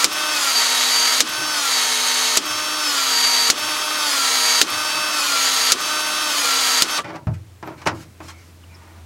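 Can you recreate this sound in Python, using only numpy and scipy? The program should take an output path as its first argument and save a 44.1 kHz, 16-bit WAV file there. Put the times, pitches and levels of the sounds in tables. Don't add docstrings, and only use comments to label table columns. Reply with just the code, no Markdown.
import sys
import numpy as np
from scipy import signal
from scipy.fft import rfft, irfft, next_fast_len
from scipy.io import wavfile

SR = 44100
rng = np.random.default_rng(int(sys.argv[2]) if len(sys.argv) > 2 else 0)


def to_wav(sig):
    pcm = np.clip(np.atleast_2d(sig), -1, 1) * 32767
    pcm = np.round(pcm).astype(np.int16)
    wavfile.write(sys.argv[1], SR, pcm.T)


N = 399410
TIME = np.arange(N) / SR
FREE_HZ, STOP_S = 304.6, 6.976

# jaws meet the pipe and jaws snap shut in seconds, shaft speed lost early
# and late in the stretch in Hz, then trims in dB for the drive, the loaded whine and the snap.
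STROKES = [(-0.6, 0.0434, 35.2, 34.93, -0.5, 0.5, -5), (0.285, 1.205, 53.5, 40.12, 0.5, -1, -5),
           (1.478, 2.372, 54.16, 47.44, -1.0, 1, -5), (2.777, 3.5009, 42.52, 44.02, -0.57, -0.5, -5),
           (3.95, 4.6146, 35.9, 43, -0.05, 1.5, -3.5), (5.094, 5.72, 32.35, 41.9, 0, 0.5, -4.5),
           (6.221, 6.822, 32.32, 41.74, 0.5, -0.4, -5.5)]
# frequency in Hz, relative level in dB.
SNAP = [(60, -31.5), (150, -17.5), (300, -1.5), (600, -9.5), (1300, -2.5), (2500, 0), (4000, 5),
        (6500, 5.5), (9000, -3), (12000, -9.5), (16000, -19)]


def motor(dip_db=4.5, dip_s=0.066, whine_dip_db=7, whine_dip_s=0.097, brake_s=0.024, fade_s=0.032):
    speed, load, since_snap = strain()
    _, snap_s, _, _, drive_db, whine_db, _ = np.transpose(STROKES)
    stroke = np.searchsorted(snap_s[:-1], TIME)
    braking = np.maximum(TIME - STOP_S, 0)
    speed = speed * np.exp(-braking / brake_s)
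    turns = np.cumsum(speed) / SR
    effort_db = drive_db[stroke] - 0.58 + 0.97 * since_snap
    fade = np.exp(-(braking / fade_s) ** 2)
    level = amp(effort_db - dip_db * np.exp(-(since_snap / dip_s) ** 4)) * fade
    whine_gain = amp(whine_db[stroke] * load - whine_dip_db * np.exp(-(since_snap / whine_dip_s) ** 4))
    return level * (whine_gain * whine(speed, turns, load) + whistles(turns, load) + rattle(turns, load))


def strain(full_load_sag_hz=42, bite_s=.2, let_go_s=.016, recover_s=.033):
    sag, load, since_snap = np.zeros(N), np.zeros(N), TIME + 1
    for meet_s, snap_s, early_hz, late_hz, *_ in STROKES:
        grip = 1 - np.exp(-(np.maximum(TIME - meet_s, 0) / bite_s) ** 2)
        release = np.exp(-np.maximum(TIME - snap_s + let_go_s, 0) / recover_s)
        drag = np.interp(TIME, [meet_s, snap_s], [early_hz, late_hz]) * grip * release
        sag += drag
        load += np.minimum(drag / full_load_sag_hz, 1) * (TIME < snap_s)
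        since_snap = np.where(TIME >= snap_s, TIME - snap_s, since_snap)
    return FREE_HZ - sag, load, since_snap


def whine(speed, turns, load, free_lift_db=1, buzz_lift_db=2, wander_db=1.23, flutter=0.18):
    # multiple of shaft speed, relative level in dB running free and under load.
    orders = [(1, -43, -44), (1.74, -71, -44), (2, -42, -66), (2.36, -68, -47), (3, -41, -46),
              (3.61, -47, -35), (4, -38, -44), (4.47, -43, -45), (5, -34, -34), (6, -47, -43),
              (7.12, -55, -40), (8.56, -35.5, -36), (10.55, -40, -41), (10.96, -41, -41), (12, -39, -41),
              (12.25, -67, -40), (13, -40, -43), (14.34, -53, -43), (15, -36, -32), (15.3, -53, -42),
              (15.72, -43, -37), (16.72, -51, -37), (17.11, -52, -36), (17.725, -34, -25), (18, -43, -46),
              (20, -38, -38), (21, -40, -45), (22, -45, -55), (23.23, -64, -40), (24.28, -72, -34),
              (24.78, -64, -38), (25, -46, -40), (25.88, -71, -39), (26.28, -58, -37), (30, -42, -43),
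              (31, -46, -46), (34, -45, -43), (34.84, -69, -40), (35.45, -80, -42), (36, -49, -47),
              (38, -49, -48), (41, -51, -51), (43.39, -82, -41), (49, -52, -60)]
    # frequency in Hz, relative level in dB.
    buzz = [(2000, -48), (4500, -47.5), (7000, -52), (10000, -51.5), (12000, -52), (15500, -55.5)]
    out, shaft_hz = np.zeros(N), np.arange(240, 320)
    rough_rad = 0.11 + 0.18 * load
    gliding = np.sin(np.pi * load)
    smear_rad = .011 * load + .022 * gliding
    strained = load ** 0.49
    depth = np.minimum(TIME / STOP_S, 1)
    for order, free_db, loaded_db in orders:
        geared = abs(order - round(order)) > .1
        multiple = order if geared else round(order)
        shallow, deep = (np.interp(speed, shaft_hz, singing(order * shaft_hz, end)) for end in (0, 1))
        ring = shallow + (deep - shallow) * depth
        ring /= np.sqrt(np.average(ring ** 2, weights=load > .85))
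        level = amp(free_db + free_lift_db) * (1 - load) + amp(loaded_db) * strained * ring
        breakup_db = gliding * (5 if geared else 1.5)
        level *= amp(wander_db * waver(2.01) + breakup_db * (waver(35) - .5))
        slip = rough_rad * waver(70) + geared * order * smear_rad * waver(450)
        level *= 1 + flutter * waver(35)
        out += level * np.cos(2 * np.pi * (multiple * turns + rng.random()) + slip)
    strong = [round(order) for order, *_ in orders if abs(order - round(order)) <= .1]
    lift, jitter = amp(buzz_lift_db * load), rough_rad * waver(50)
    for k in np.setdiff1d(np.arange(7, 60), strong):
        level = lift * amp(read(buzz, k * FREE_HZ))
        out += level * np.cos(2 * np.pi * (k * turns + rng.random()) + jitter)
    return np.sqrt(2) * out


def singing(hz, depth):
    # centre in Hz, width in Hz, peak in dB, dB gained at full depth.
    modes = [(939, 45, 7.5, 0.5), (1369, 86, 13, 2.5), (3880, 45, 11, -5.5), (4638, 85, 11, -0.5),
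             (6350, 60, 7, -0.5), (6560, 90, 5.5, 0), (9170, 110, -2, 6)]
    return amp(sum(resonance(hz, centre, width, db + depth * gain) for centre, width, db, gain in modes))


def whistles(turns, load):
    # multiple of shaft speed, width in Hz, relative level in dB.
    bands = [(24.2, 280, -39), (35, 340, -38.5), (43.9, 380, -42.5)]
    out = np.zeros(N)
    for order, width, db in bands:
        phase = 2 * np.pi * order * turns
        out += amp(db) * (waver(width) * np.cos(phase) + waver(width) * np.sin(phase))
    return load ** 0.33 * out


def rattle(turns, load, free_db=-25, loaded_db=-20, throb=0.11, flicker_db=1):
    # frequency in Hz, relative level in dB.
    free_spectrum = [(40, -60), (110, -30.5), (230, -15.5), (450, -13.5), (700, -8.5), (1150, -3),
                     (1800, -8.5), (3200, -4.5), (5000, -8.5), (8000, -13), (8800, -17), (10300, -17.5),
                     (11500, -23.5), (15500, -32)]
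    loaded_spectrum = [(40, -59), (110, -32), (250, -27.5), (450, -16), (700, -9.5), (1250, -7), (2600, -6),
                       (4400, -1.5), (5400, -7.5), (6700, -4.5), (8000, -10.5), (9400, -16), (12000, -17),
                       (15500, -29)]
    # centre in Hz, width in Hz, peak in dB.
    housing = [(320, 127, 4.5), (970, 180, -4), (1215, 480, 5.5), (1886, 200, 3.5), (3230, 109, 3),
               (3860, 400, -1), (6560, 350, 2)]
    beat = (1 + throb * np.cos(2 * np.pi * turns)) * amp(flicker_db * waver(160))
    free = colour(beat * grains(N, spread_db=0), free_spectrum, peaks=housing)
    loaded = colour(beat * grains(N, spread_db=3.5), loaded_spectrum, peaks=housing)
    share = np.clip(load, 0, 1)
    return amp(free_db) * np.sqrt(1 - share) * free + amp(loaded_db) * np.sqrt(share) * loaded


def brake(click_db=-24, click_s=.005, catch_s=6.985, catch_db=-15.5):
    # frequency in Hz, relative level in dB, seconds to fall 60 dB.
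    gearbox = [(1170, 4, 0.08), (1320, -6, 0.081), (600, -23, .1)]
    out, t = np.zeros(N), np.arange(SR // 20) / SR
    add(out, STOP_S, amp(click_db) * colour(rng.standard_normal(len(t)), SNAP) * np.exp(-t / click_s))
    add(out, catch_s, amp(catch_db) * ringing(gearbox))
    return out


def jaws(crack_db=6, crack_s=0.0012, ring_db=-3, rebound_s=0.0061, rebound_db=-9, reset_db=-33):
    out, t = np.zeros(N), np.arange(SR // 20) / SR
    ring_t60 = [(250, 0.38), (1000, 0.048), (5000, 0.071), (13000, 0.056)]
    for _, start, *_, db in STROKES:
        crack = colour(rng.standard_normal(len(t)), SNAP) * np.exp(-t / crack_s)
        crack = low_cut(crack, hz=220)
        add(out, start, amp(db + crack_db) * crack)
        add(out, start + rebound_s, amp(db + rebound_db) * crack)
        add(out, start, amp(db + ring_db) * burst(SNAP, ring_t60))
        scrape = colour(grains(SR // 40, spread_db=9), [(1000, -1), (8000, -6), (13000, 5), (16000, -20)])
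        add(out, start + 0.078, amp(reset_db) * scrape * np.hanning(len(scrape)))
    return out


def handling(direct=0.37, direct_s=0.0072):
    # start in seconds, level in dB, tilt in dB per octave.
    knocks = [(1.382, -30, -1.5), (4.95, -29.5, 0), (5.064, -35, 2), (7.158, -39.5, 3.5), (7.27, -29.5, -3),
              (7.627, -30.5, -2.5), (7.675, -30.5, -2.5), (7.817, -38, 1.5), (7.863, -20, -1.5),
              (7.871, -16.5, 2.1), (8.204, -34, -3), (8.634, -53, -4)]
    # start and length in seconds, level in dB, tilt in dB per octave.
    rubs = [(7.018, 0.1, -31, -1), (7.12, 0.04, -30, -2.5), (7.332, 0.016, -45.5, 6),
            (7.639, 0.11, -38.5, -1.5), (7.755, 0.089, -45.5, 3), (7.854, 0.021, -24, 2.5),
            (7.924, 0.12, -45, 7), (8.194, 0.14, -46.5, 7), (8.276, 0.035, -37.5, 5.5),
            (8.329, 0.2, -56, 7), (8.654, 0.4, -51, 0.5)]
    # frequency in Hz, relative level in dB.
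    spectrum = [(50, -38), (130, 0), (220, -7.5), (320, -0.5), (450, -2.5), (900, 5.5), (1500, 1),
                (2400, -2.5), (3500, -11), (5500, -11.5), (9000, -24.5), (16000, -38)]
    # frequency in Hz, seconds to fall 60 dB.
    t60s = [(150, 0.78), (320, 0.32), (1000, 0.21), (2500, 0.12), (6000, 0.11), (14000, .05)]
    # centre in Hz, width in Hz, peak in dB.
    pipe = [(319, 39, 13.5), (603, 60, 3), (1050, 240, 1), (1320, 90, 3.5), (2250, 100, 2.5)]
    out, t = np.zeros(N), np.arange(SR // 2) / SR
    attack = 1 + direct * np.exp(-t / direct_s)
    for start, db, tilt_db in knocks:
        add(out, start, amp(db) * burst(spectrum, t60s, tilt_db, pipe) * attack)
    for start, length, db, tilt_db in rubs:
        count = int(length * SR)
        slips = unit(grains(SR, spread_db=11)[:count]) * signal.windows.tukey(count, .5)
        body = burst(spectrum, t60s, tilt_db, pipe)
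        add(out, start, amp(db) * signal.fftconvolve(slips, body / np.linalg.norm(body)))
    return out


def bumps():
    # start in seconds, level in dB.
    blows = [(1.29, -45), (2.501, -39), (3.62, -42), (4.72, -39), (7.2694, -11), (7.31, -18.5),
             (7.872, -25.5)]
    # frequency in Hz, relative level in dB, seconds to fall 60 dB.
    support = [(91.6, -6, 0.44), (111.6, -3.5, 0.58), (153.96, -2, 0.18), (198, -12, .16), (345, -33, 0.19),
               (629, -17, 0.16)]
    out = np.zeros(N)
    for start, db in blows:
        add(out, start, amp(db) * ringing(support))
    return out


def squeaks(roughness=0.046):
    # start and length in seconds, pitch in Hz, level in dB.
    tones = [(7.655, 0.037, 13580, -58), (8.26, 0.22, 2190, -58), (8.631, 0.019, 2780, -53.5),
             (8.668, 0.11, 2380, -60), (8.735, 0.034, 5330, -53)]
    out = np.zeros(N)
    for start, length, hz, db in tones:
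        count = int(length * SR)
        pitch = hz * (1 + roughness * waver(900)[:count])
        add(out, start, amp(db) * unit(np.sin(2 * np.pi * np.cumsum(pitch) / SR) * np.hanning(count)))
    return out


def room(hum_hz=86, hum_db=-43, air_db=-50, hum_under_db=19, air_under_db=6, swell_s=0.56):
    # frequency in Hz, relative level in dB.
    spectrum = [(15, -59), (25, -29), (53, -17), (86, -11.5), (164, -14.5), (349, -17.5), (399, -21),
                (945, -26), (2700, -29.5), (3440, -31), (7910, -34.5), (15500, -41)]
    hum = unit((1 + .2 * waver(7)) * np.sin(2 * np.pi * hum_hz * TIME + .25 * waver(30)))
    air = colour(rng.standard_normal(N), spectrum)
    creep = amp(-1.5 * np.maximum(STOP_S - TIME, 0))
    under = np.exp(-np.maximum(TIME - STOP_S, 0) / swell_s)
    return creep * (amp(hum_db - hum_under_db * under) * hum + amp(air_db - air_under_db * under) * air)


def burst(spectrum, t60s, tilt_db=0, peaks=()):
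    noise = colour(rng.standard_normal(SR // 2), spectrum, tilt_db, peaks)
    hz, t, bands = signal.stft(noise, SR, nperseg=256)
    decay = np.exp(-np.log(1000) * t / read(t60s, hz)[:, None])
    return signal.istft(bands * decay, SR, nperseg=256)[1][:len(noise)]


def ringing(modes, soft_s=0.003):
    t = np.arange(SR // 2) / SR
    ring = sum(amp(db - 60 * t / t60) * np.sin(2 * np.pi * hz * t) for hz, db, t60 in modes)
    return (np.exp(-t / soft_s) - 1) * ring


def colour(x, points, tilt_db=0, peaks=()):
    size = next_fast_len(len(x))
    hz = np.fft.rfftfreq(size, 1 / SR)
    db = read(points, hz) + tilt_db * np.log2(hz + 1) + sum(resonance(hz, *peak) for peak in peaks)
    return unit(irfft(rfft(x, size) * amp(db), size)[:len(x)])


def resonance(hz, centre, width, peak_db):
    return peak_db / (1 + (2 * (hz - centre) / width) ** 2)


def grains(count, spread_db):
    sign, size = rng.standard_normal((2, count))
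    return sign * amp(spread_db * size)


def waver(rate):
    steps = rng.standard_normal(2 ** 14)
    return unit(np.interp(TIME * rate, np.arange(len(steps)), steps))


def low_cut(x, hz):
    return signal.sosfilt(signal.butter(2, hz, "high", fs=SR, output="sos"), x)


def read(points, hz):
    f, value = np.transpose(points)
    return np.interp(np.log(hz + 1), np.log(f + 1), value)


def add(mix, start, sound):
    part = mix[round(start * SR):][:len(sound)]
    part += sound[:len(part)]


def amp(db):
    return 10 ** (np.asarray(db) / 20)


def unit(x):
    return x / np.sqrt(np.mean(abs(x) ** 2) + 1e-20)


def scene():
    return np.tile(motor() + brake() + jaws() + handling() + bumps() + squeaks() + room(), (2, 1))


def record(dry, low_cut_hz=50, edge_hz=16000):
    clipped = np.clip(low_cut(dry, low_cut_hz), -1, 1)
    band_limit = signal.firwin(511, edge_hz, window=("kaiser", 9), fs=SR)
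    return signal.oaconvolve(clipped, band_limit[None], "same")


dry = scene()
out = record(dry)
to_wav(out)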